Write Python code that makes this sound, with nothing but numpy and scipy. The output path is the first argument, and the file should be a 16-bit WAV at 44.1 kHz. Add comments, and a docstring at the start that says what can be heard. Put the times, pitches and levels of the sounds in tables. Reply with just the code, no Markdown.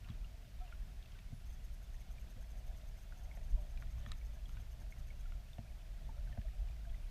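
"""Low rumble of eddies buffeting a camera's watertight case on a river bed below a small weir.
Shaped noise makes the rumble; resonant walls hum, and weed bumps the case with clicks and damped rings.
Gravel cracks, close bubbles and grit tick, larger bubbles swell and sink in pitch: short rings and noise.
Behind them lie a fizz of near and far bubbles, the microphone's filtered hiss, and the focus motor's
chatter of noise steps and brief sine whine."""
import sys
import numpy as np
from scipy import signal
from scipy.fft import rfft, irfft
from scipy.io import wavfile
from scipy.ndimage import uniform_filter1d

SR = 44100
rng = np.random.default_rng(int(sys.argv[2]) if len(sys.argv) > 2 else 0)


def output_pcm(signal):
    """Save a mono or channel-first signal as 16-bit PCM at the path in sys.argv[1].

    Samples are clipped to [-1, 1] before scaling.
    """
    pcm = np.clip(np.atleast_2d(signal).T, -1, 1) * 32767
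    wavfile.write(sys.argv[1], SR, np.round(pcm).astype(np.int16))


N = 313110
TIME = np.arange(N) / SR


def amp(db):
    """Decibels to gain."""
    return 10 ** (np.asarray(db) / 20)


def unit(x):
    """Scales to rms 1."""
    return x / np.sqrt(np.mean(x ** 2) + 1e-20)


def steadied(x, size):
    """Holds the rms near 1 over every stretch of about size samples."""
    power = uniform_filter1d(uniform_filter1d(x ** 2, size), size)
    return x / np.sqrt(power + 1e-20)


def add(mix, s, sound):
    """Mixes a sound in at time s."""
    part = mix[max(round(s * SR), 0):][:len(sound)]
    part += sound[:len(part)]


def lowpass(x, hz):
    """Keeps what lies below hz, without delay."""
    return signal.sosfiltfilt(signal.butter(4, hz, fs=SR, output="sos"), x)


def decay(t, t60):
    """Exponential fade that falls by 60 dB in t60 seconds."""
    return np.exp(-np.log(1000) * t / t60)


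def noise(spectrum):
    """Steady noise of rms 1 with the given spectrum."""
    hz, db = np.transpose(spectrum)
    bins = np.fft.rfftfreq(N, 1 / SR)
    gain = amp(np.interp(np.log(bins + 1), np.log(hz), db))
    return unit(irfft(rfft(rng.standard_normal(N)) * gain, N))


def wander(hz):
    """Random drift of rms 1, mostly no faster than about hz."""
    gain = np.exp(-(np.fft.rfftfreq(N, 1 / SR) / hz) ** 2)
    return unit(irfft(rfft(rng.standard_normal(N)) * gain, N))


def throb(hz, unevenness=0.391):
    """A swing between -1 and 1 that repeats about hz times a second, never quite evenly."""
    rate = hz * (1 + unevenness * wander(hz))
    return np.sin(2 * np.pi * np.cumsum(rate) / SR)


def swell(s, length):
    """A smooth arch from 0 up to 1 and back, centred on time s."""
    return np.cos(np.pi * np.clip((TIME - s) / length, -.5, .5)) ** 2


def ring(hz, t60, rise, sag=0.):
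    """A dying sine of peak about 1; it swells in over rise seconds and its pitch falls by sag a second."""
    t = np.arange(SR // 5) / SR
    shape = (1 - np.exp(-(t / rise) ** 2)) * decay(t, max(t60, .002))
    return shape / shape.max() * np.sin(2 * np.pi * hz * (t - sag * t ** 2 / 2))


def snap(low_hz, high_hz, t60):
    """A burst of band-limited noise that starts near rms 1 and dies at once."""
    t = np.arange(SR // 5) / SR
    edges = [low_hz, np.clip(high_hz, low_hz + 1, SR / 3)]
    band = signal.butter(2, edges, "band", fs=SR, output="sos")
    burst = signal.sosfilt(band, rng.standard_normal(len(t)))
    return steadied(burst, size=90) * decay(t, t60)


def bubbles(per_s, low_hz, high_hz, t60, spread_db):
    """A swarm of rms 1: bubbles of random size are born at random moments, each ringing at its own pitch."""
    out, pitches = np.zeros(N), np.geomspace(low_hz, high_hz, num=24)
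    for hz in pitches:
        births = rng.random(N) < per_s / len(pitches) / SR
        sizes = amp(spread_db * np.minimum(rng.exponential(1, N), 3))
        out += signal.oaconvolve(births * sizes, ring(hz, t60, rise=t60 / 10))[:N]
    return unit(out)


# Strength of the current at the case: (t/s, level/dB), scaled down where it moves quieter layers
CURRENT = [(0, -12), (0.18, 2), (0.46, -11), (0.8, -2.5), (1.15, -7), (1.6, -1.5), (2.35, -3.5),
           (2.7, -1.5), (3.08, -5.5), (3.4, 1.5), (4.1, 1), (4.75, -3.5), (5.32, 1), (5.54, -8), (6.0, -1),
           (6.28, 3), (6.65, 0.5), (7.1, 1.5)]


def flow_db():
    """Strength of the current over time, in dB, between its listed points."""
    return np.interp(TIME, *np.transpose(CURRENT))


# Weed brushing along the case: (middle t/s, length/s, crackle rise level/dB, buffeting rise level/dB)
WEED_BRUSHES = [(0.085, 0.22, 10.5, 9), (0.693, 0.28, 7, 0), (1.145, 0.28, 4.5, 2), (3.498, 0.46, -2.5, 4),
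                (3.835, 0.17, -2, 7.5), (4.007, 0.23, 9, 9), (4.112, 0.13, 11.5, 10),
                (4.56, 0.27, 6.5, 7.5), (4.793, 0.13, -2, 8), (4.986, 0.12, 4, 8), (5.66, 0.19, -3, 5.5),
                (6.073, 0.14, -2, 5), (6.302, 0.17, 1, 9), (6.69, 0.15, 4.5, 4.5)]


def weed_db():
    """Rises of the crackle and of the buffeting, in dB, as weed brushes past."""
    crackle = sum(db * swell(s, length) for s, length, db, _ in WEED_BRUSHES)
    buffeting = sum(db * swell(s, length) for s, length, _, db in WEED_BRUSHES)
    return crackle, buffeting


# Microphone hiss spectrum, shape only: (f/Hz, level/dB per Hz)
HISS_SPECTRUM = [(100, 10.5), (900, 1), (3000, -2.5), (5000, -2.5), (6400, -4.5), (7500, -7.5),
                 (10500, -10), (13300, -9), (15000, -12.5)]


def hiss(level_db=-68.5):
    """The microphone's own steady noise."""
    return amp(level_db) * noise(HISS_SPECTRUM)


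# Spectrum of the motor's steps, shape only: (f/Hz, level/dB per Hz)
STEP_SPECTRUM = [(4800, -18.5), (5900, -8), (6350, 5.5), (7300, -24), (8900, -7), (10400, -32),
                 (11550, -6.5), (11950, -12.5), (12300, -2), (13000, -13), (13600, -27)]
# Lens nudges, about ten a second: (middle t/s)
LENS_NUDGES = [1.466, 1.504, 1.538, 1.648, 1.739, 1.837, 1.944, 2.009, 2.117, 2.206, 2.308, 2.419, 2.511,
               2.585, 2.674, 2.774, 2.882, 2.987, 3.025, 3.185, 3.241, 3.36, 3.441, 3.507, 3.615, 3.708,
               3.807, 3.914, 3.993, 4.079, 4.177, 4.259, 4.344, 4.492, 4.527, 4.61, 4.72, 4.812, 4.913,
               4.993, 5.078, 5.203]


def focus_chatter(level_db=-66.5, step_s=0.0061, step_t60=0.017, jitter_s=0.00084, count=4):
    """Each nudge of the focus motor is a quick run of sharp little noise steps."""
    steps, t = np.zeros(N), np.arange(SR // 50) / SR
    for s in LENS_NUDGES:
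        for k in range(count):
            even = s + (k - (count - 1) / 2) * step_s
            add(steps, even + jitter_s * rng.standard_normal(), decay(t, step_t60))
    return amp(level_db) * steps * steadied(noise(STEP_SPECTRUM), size=90)


# Longer runs of the focus motor: (middle t/s, length/s)
MOTOR_RUNS = [(1.367, 0.14), (7.04, 0.081)]


def focus_whine(db=-78.5, hz=10540, waver_hz=130):
    """The focus motor runs briefly with a thin, wavering whistle."""
    running = sum(np.sqrt(swell(s, length)) for s, length in MOTOR_RUNS)
    pitch = hz + waver_hz * wander(waver_hz)  # depth and speed of the waver share one figure
    return amp(db) * running * np.sin(2 * np.pi * np.cumsum(pitch) / SR)


# Spectrum of the far bubbles, shape only: (f/Hz, level/dB per Hz)
FAR_BUBBLES = [(600, -32), (1050, -22), (1400, -2), (2300, 1), (2800, -1), (3500, -2), (4300, -7.5),
               (9000, -46)]


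def fizz(wash_db=-76.5, near_db=-78.0, clump_db=1.6, clump_hz=13.0, flow_share=0.035, crackle_db=-78):
    """A noise wash of far bubbles and clumps of nearer rings; brushing weed adds a dry, dense crackle."""
    near = bubbles(per_s=220, low_hz=1291, high_hz=3642, t60=0.033, spread_db=2.1)
    near *= amp(clump_db * wander(clump_hz))
    water = amp(wash_db) * noise(FAR_BUBBLES) + amp(near_db) * near

    weed, _ = weed_db()
    crackle = bubbles(per_s=1000, low_hz=1020, high_hz=3880, t60=0.0076, spread_db=2.5)
    crackle *= np.sqrt(np.maximum(amp(weed) ** 2 - 1, 0))  # silent unless weed raises the level
    return amp(flow_share * flow_db()) * water + amp(crackle_db) * crackle


# Wall resonances of the case: (f/Hz, width of one pass/Hz, level/dB)
WALL_MODES = [(617, 280, -3), (686, 145, 3), (859, 205, -8)]


def walls(x):
    """What the walls pass on of a push; each resonance acts twice, so its skirts are steep."""
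    out = np.zeros(len(x))
    for k, (hz, width, db) in enumerate(WALL_MODES):
        b, a = signal.iirpeak(hz, hz / width, SR)
        passed = signal.lfilter(b, a, signal.lfilter(b, a, x))
        out += (-1) ** k * amp(db) * passed  # neighbouring modes in opposite phase
    return out


# Slow level of the hum in the walls: (t/s, level/dB)
WALL_HUM = [(0, 1), (0.95, -2.5), (1.9, -2), (2.6, 2), (3.45, 2), (4.1, 2.5), (4.35, -0.5), (6.4, 2),
            (7.1, 0)]


def hum(flutter_db=1.0, flutter_hz=25, wash_db=-75, gurgle_db=-78.5,
        flow_share=0.18, surge_db=1.5, surge_hz=5):
    """Churning water below the weir rings the walls in loose surges; large bubbles gurgle near their pitch."""
    churn = rng.standard_normal(N) * amp(flutter_db * wander(flutter_hz))
    gurgle = bubbles(per_s=55, low_hz=568.5, high_hz=762.3, t60=0.12, spread_db=3.5)
    level_db = np.interp(TIME, *np.transpose(WALL_HUM))
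    level_db += flow_share * flow_db() + surge_db * wander(surge_hz)
    return amp(level_db) * (amp(wash_db) * unit(walls(churn)) + amp(gurgle_db) * gurgle)


# Larger passing bubbles: (peak t/s, peak level/dB, pitch at the peak f/Hz, fade t60/s)
LARGE_BUBBLES = [(0.618, -54.5, 729, 0.26), (0.618, -65, 1320, 0.08), (2.381, -61, 520, 0.074),
                 (3.42, -62, 620, 0.12), (3.575, -57.5, 614, 0.28), (3.583, -64, 940, 0.079),
                 (6.18, -63.5, 587, 0.27), (6.455, -55.5, 653, 0.057), (6.875, -58.5, 678, 0.16)]


def bloops(swell_s=0.0072, soft_s=0.0019, sag=0.815, wobble=0.015, wobble_hz=35):
    """Each larger bubble swells in, rounds off and fades; its pitch wobbles and falls by sag a second."""
    out, t = np.zeros(N), np.arange(-SR // 10, SR // 5) / SR
    away = np.hypot(t, soft_s) - soft_s  # distance from the peak in seconds, rounded at the top
    for s, db, hz, t60 in LARGE_BUBBLES:
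        shape = np.exp(-away * np.where(t < 0, 1 / swell_s, np.log(1000) / t60))
        pitch = hz * (1 - sag * t + wobble * wander(wobble_hz)[:len(t)])
        tone = np.sin(2 * np.pi * np.cumsum(pitch) / SR)
        add(out, s + t[0], amp(db) * shape * tone)
    return out


# Nearest bubbles and grains: (t/s, level/dB before the trim, pitch f/Hz, snap level/dB re the ring)
NEAR_TICKS = [(0.044, -57.5, 2750, -5), (0.087, -57.5, 1800, 2), (0.101, -54.5, 3350, -10),
              (0.245, -55, 2820, -9), (0.678, -56.5, 2760, -8), (0.7245, -49, 1424, -9),
              (0.724, -57, 2280, -7), (1.026, -58, 3270, -3), (1.058, -59, 2700, -1),
              (1.120, -57.5, 3200, -4), (1.153, -60.5, 1550, -10), (1.189, -58, 2270, 4),
              (1.943, -59, 1870, -5), (2.015, -59.5, 2200, -8), (2.183, -55.5, 2380, -16),
              (3.123, -53.5, 1450, -1), (3.313, -51, 2190, -15), (3.411, -61, 1970, -14),
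              (3.774, -52, 2410, -2.5), (3.823, -53.5, 1410, 5), (4.213, -56, 2280, -16),
              (4.456, -54, 3310, -11), (4.493, -62.5, 1430, 8.5), (4.570, -55, 1490, 2),
              (4.923, -49, 2180, -16), (5.104, -50.5, 2236, -14), (5.256, -56, 1400, -7),
              (5.301, -67, 2260, -8), (5.321, -55, 1420, 0), (5.532, -54, 3600, -9), (6.091, -49, 893, -17),
              (6.181, -60, 1400, -16), (6.273, -57, 1550, -13), (6.326, -52.5, 1810, -6),
              (6.415, -61.5, 1730, 5), (6.483, -59, 1880, -10), (6.686, -58, 2450, -5),
              (6.717, -60, 2500, -6), (6.851, -58, 1600, -7), (6.943, -56.5, 2010, -14)]


def ticks(trim_db=-2.5, ring_t60=0.034, ring_hz=2100, shortening=0.44, snap_t60=0.019,
          snap_below=0.67, snap_reach=1.66, rise_share=0.027, sag=0.8, debris_db=-15, debris_t60=0.076):
    """A short ring with a snap of noise and a faint debris tail; low ones ring longer and rise more gently."""
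    out = np.zeros(N)
    for s, db, hz, snap_db in NEAR_TICKS:
        band = (hz * snap_below, hz * snap_reach)
        t60 = ring_t60 * (ring_hz / hz) ** shortening  # ring_t60 holds at ring_hz
        tone = ring(hz, t60, rise_share * t60, sag)
        edge = snap(*band, snap_t60) + amp(debris_db) * snap(*band, debris_t60)
        add(out, s, amp(db + trim_db) * (tone + amp(snap_db) * edge))
    return out


# High modes of the case's shell: (f/Hz, t60/s)
SHELL_MODES = [(1250, 0.02), (1800, 0.021), (3400, 0.015), (3850, 0.012)]
# Gravel hits, each at another spot: (t/s, crack level/dB, then peak level/dB of each of four shell modes)
GRAVEL_HITS = [(4.062, -66, -51, -46.5, -51, -64), (4.118, -48.5, -47, -49, -54, -41.5)]


def gravel(crack_low_hz=3300, crack_high_hz=7500, crack_t60=0.013, rise_cycles=0.61):
    """Gravel hits the case with a dry noise crack; high shell modes speak at once, low ones a moment later."""
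    out = np.zeros(N)
    for s, crack_db, *mode_dbs in GRAVEL_HITS:
        add(out, s, amp(crack_db) * snap(crack_low_hz, crack_high_hz, crack_t60))
        for (hz, t60), db in zip(SHELL_MODES, mode_dbs):
            add(out, s, amp(db) * ring(hz, t60, rise=rise_cycles / hz))
    return out


# Modes of the rocking case: (f/Hz before each bump's pitch ratio, relative level/dB, t60/s)
THUD_MODES = [(99.4, 10, 0.065), (165, -7.5, 0.039), (226, 0, 0.085)]
# Soft bumps: (t/s, thud level/dB before mode levels and trim, wall ring level/dB re the thud level,
# contact click level/dB, thud pitch ratio)
WEED_BUMPS = [(0.094, -47, -32, -68, 0.98), (1.322, -49.5, -14, -74, 0.99), (2.359, -50.5, -15, -78, 0.97),
              (3.372, -59.5, 8, -56, 1.04), (4.063, -45, -16, -64, 0.97), (5.5831, -44.5, -2, -57, 1),
              (6.088, -54.5, 0, -76, 1.07), (6.374, -43, -3.5, -56, 0.91)]


def bumps(trim_db=-5.0, lag_s=0.0019, wall_t60=0.047, click_low_hz=1300, click_high_hz=2400,
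          click_t60=0.023, ragged_db=3.5, ragged_hz=90):
    """Weed clicks on the case: walls ring first, then the case thuds, ragged as the weed drags on."""
    out, thuds = np.zeros(N), np.zeros(N)
    knock = sum(amp(db) * ring(hz, wall_t60, rise=0.0016) for hz, _, db in WALL_MODES)
    for s, db, wall_db, click_db, pitch in WEED_BUMPS:
        add(out, s, amp(click_db) * snap(click_low_hz, click_high_hz, click_t60))
        add(out, s, amp(db + wall_db + trim_db) * knock)
        thud = sum(amp(mode_db) * ring(hz * pitch, t60, rise=0.0054) for hz, mode_db, t60 in THUD_MODES)
        add(thuds, s + lag_s, amp(db + trim_db) * thud)
    return out + thuds * amp(ragged_db * wander(ragged_hz))


# Spectrum of the eddies' push, before the bands are levelled: (f/Hz, level/dB per Hz)
EDDY_SPECTRUM = [(8, -18.5), (20, -8), (33, 1.5), (44, -3.5), (56, 0), (70, -14), (105, -14), (150, -21.5),
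                 (200, -27.5), (240, -30), (266, -38), (450, -44.5), (1200, -66.5)]
# Single large eddies that shove the case: (middle t/s, rise level/dB)
EDDY_SHOVES = [(0.62, 12), (0.83, 5), (1.47, 5), (2.67, 6), (3.541, 10), (4.53, 7.5), (5.36, 4.5),
               (6.6, 7.5)]


def rumble(split_hz=72, rub_hz=155, large_db=-45.0, small_db=-61.5, shove_s=0.11,
           lump_db=3.0, lump_hz=5.6, jostle_db=1.17, jostle_hz=8.7, small_share=0.042, rub_share=0.4):
    """Large eddies press in lumps with the current; small ones buffet faster, and weed rubs, mostly low."""
    push = noise(EDDY_SPECTRUM)
    large = lowpass(push, split_hz)
    small = steadied(push - large, size=SR // 14)
    large = steadied(large, size=SR // 14)

    shoves = sum(db * swell(s, shove_s) for s, db in EDDY_SHOVES)
    pressing = amp(large_db + flow_db() + shoves + lump_db * throb(lump_hz))

    _, weed = weed_db()
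    dull = lowpass(small, rub_hz)
    rubbed = amp(weed) * dull + amp(rub_share * weed) * (small - dull)
    buffeting = amp(small_db + small_share * flow_db() + jostle_db * wander(jostle_hz))
    return pressing * large + buffeting * rubbed


def scene():
    """The river, the case and the camera's own noises sum at one microphone."""
    camera = hiss() + focus_chatter() + focus_whine()
    water = fizz() + hum() + bloops() + rumble()
    contacts = ticks() + gravel() + bumps()
    return (camera + water + contacts)[None]


def record(dry, edge_hz=15350):
    """The recorder's band limit: a steep low-pass at edge_hz."""
    band_limit = signal.firwin(1023, edge_hz, window=("kaiser", 9), fs=SR)
    return signal.oaconvolve(dry, band_limit[None], "same")


dry = scene()
out = record(dry)
output_pcm(out)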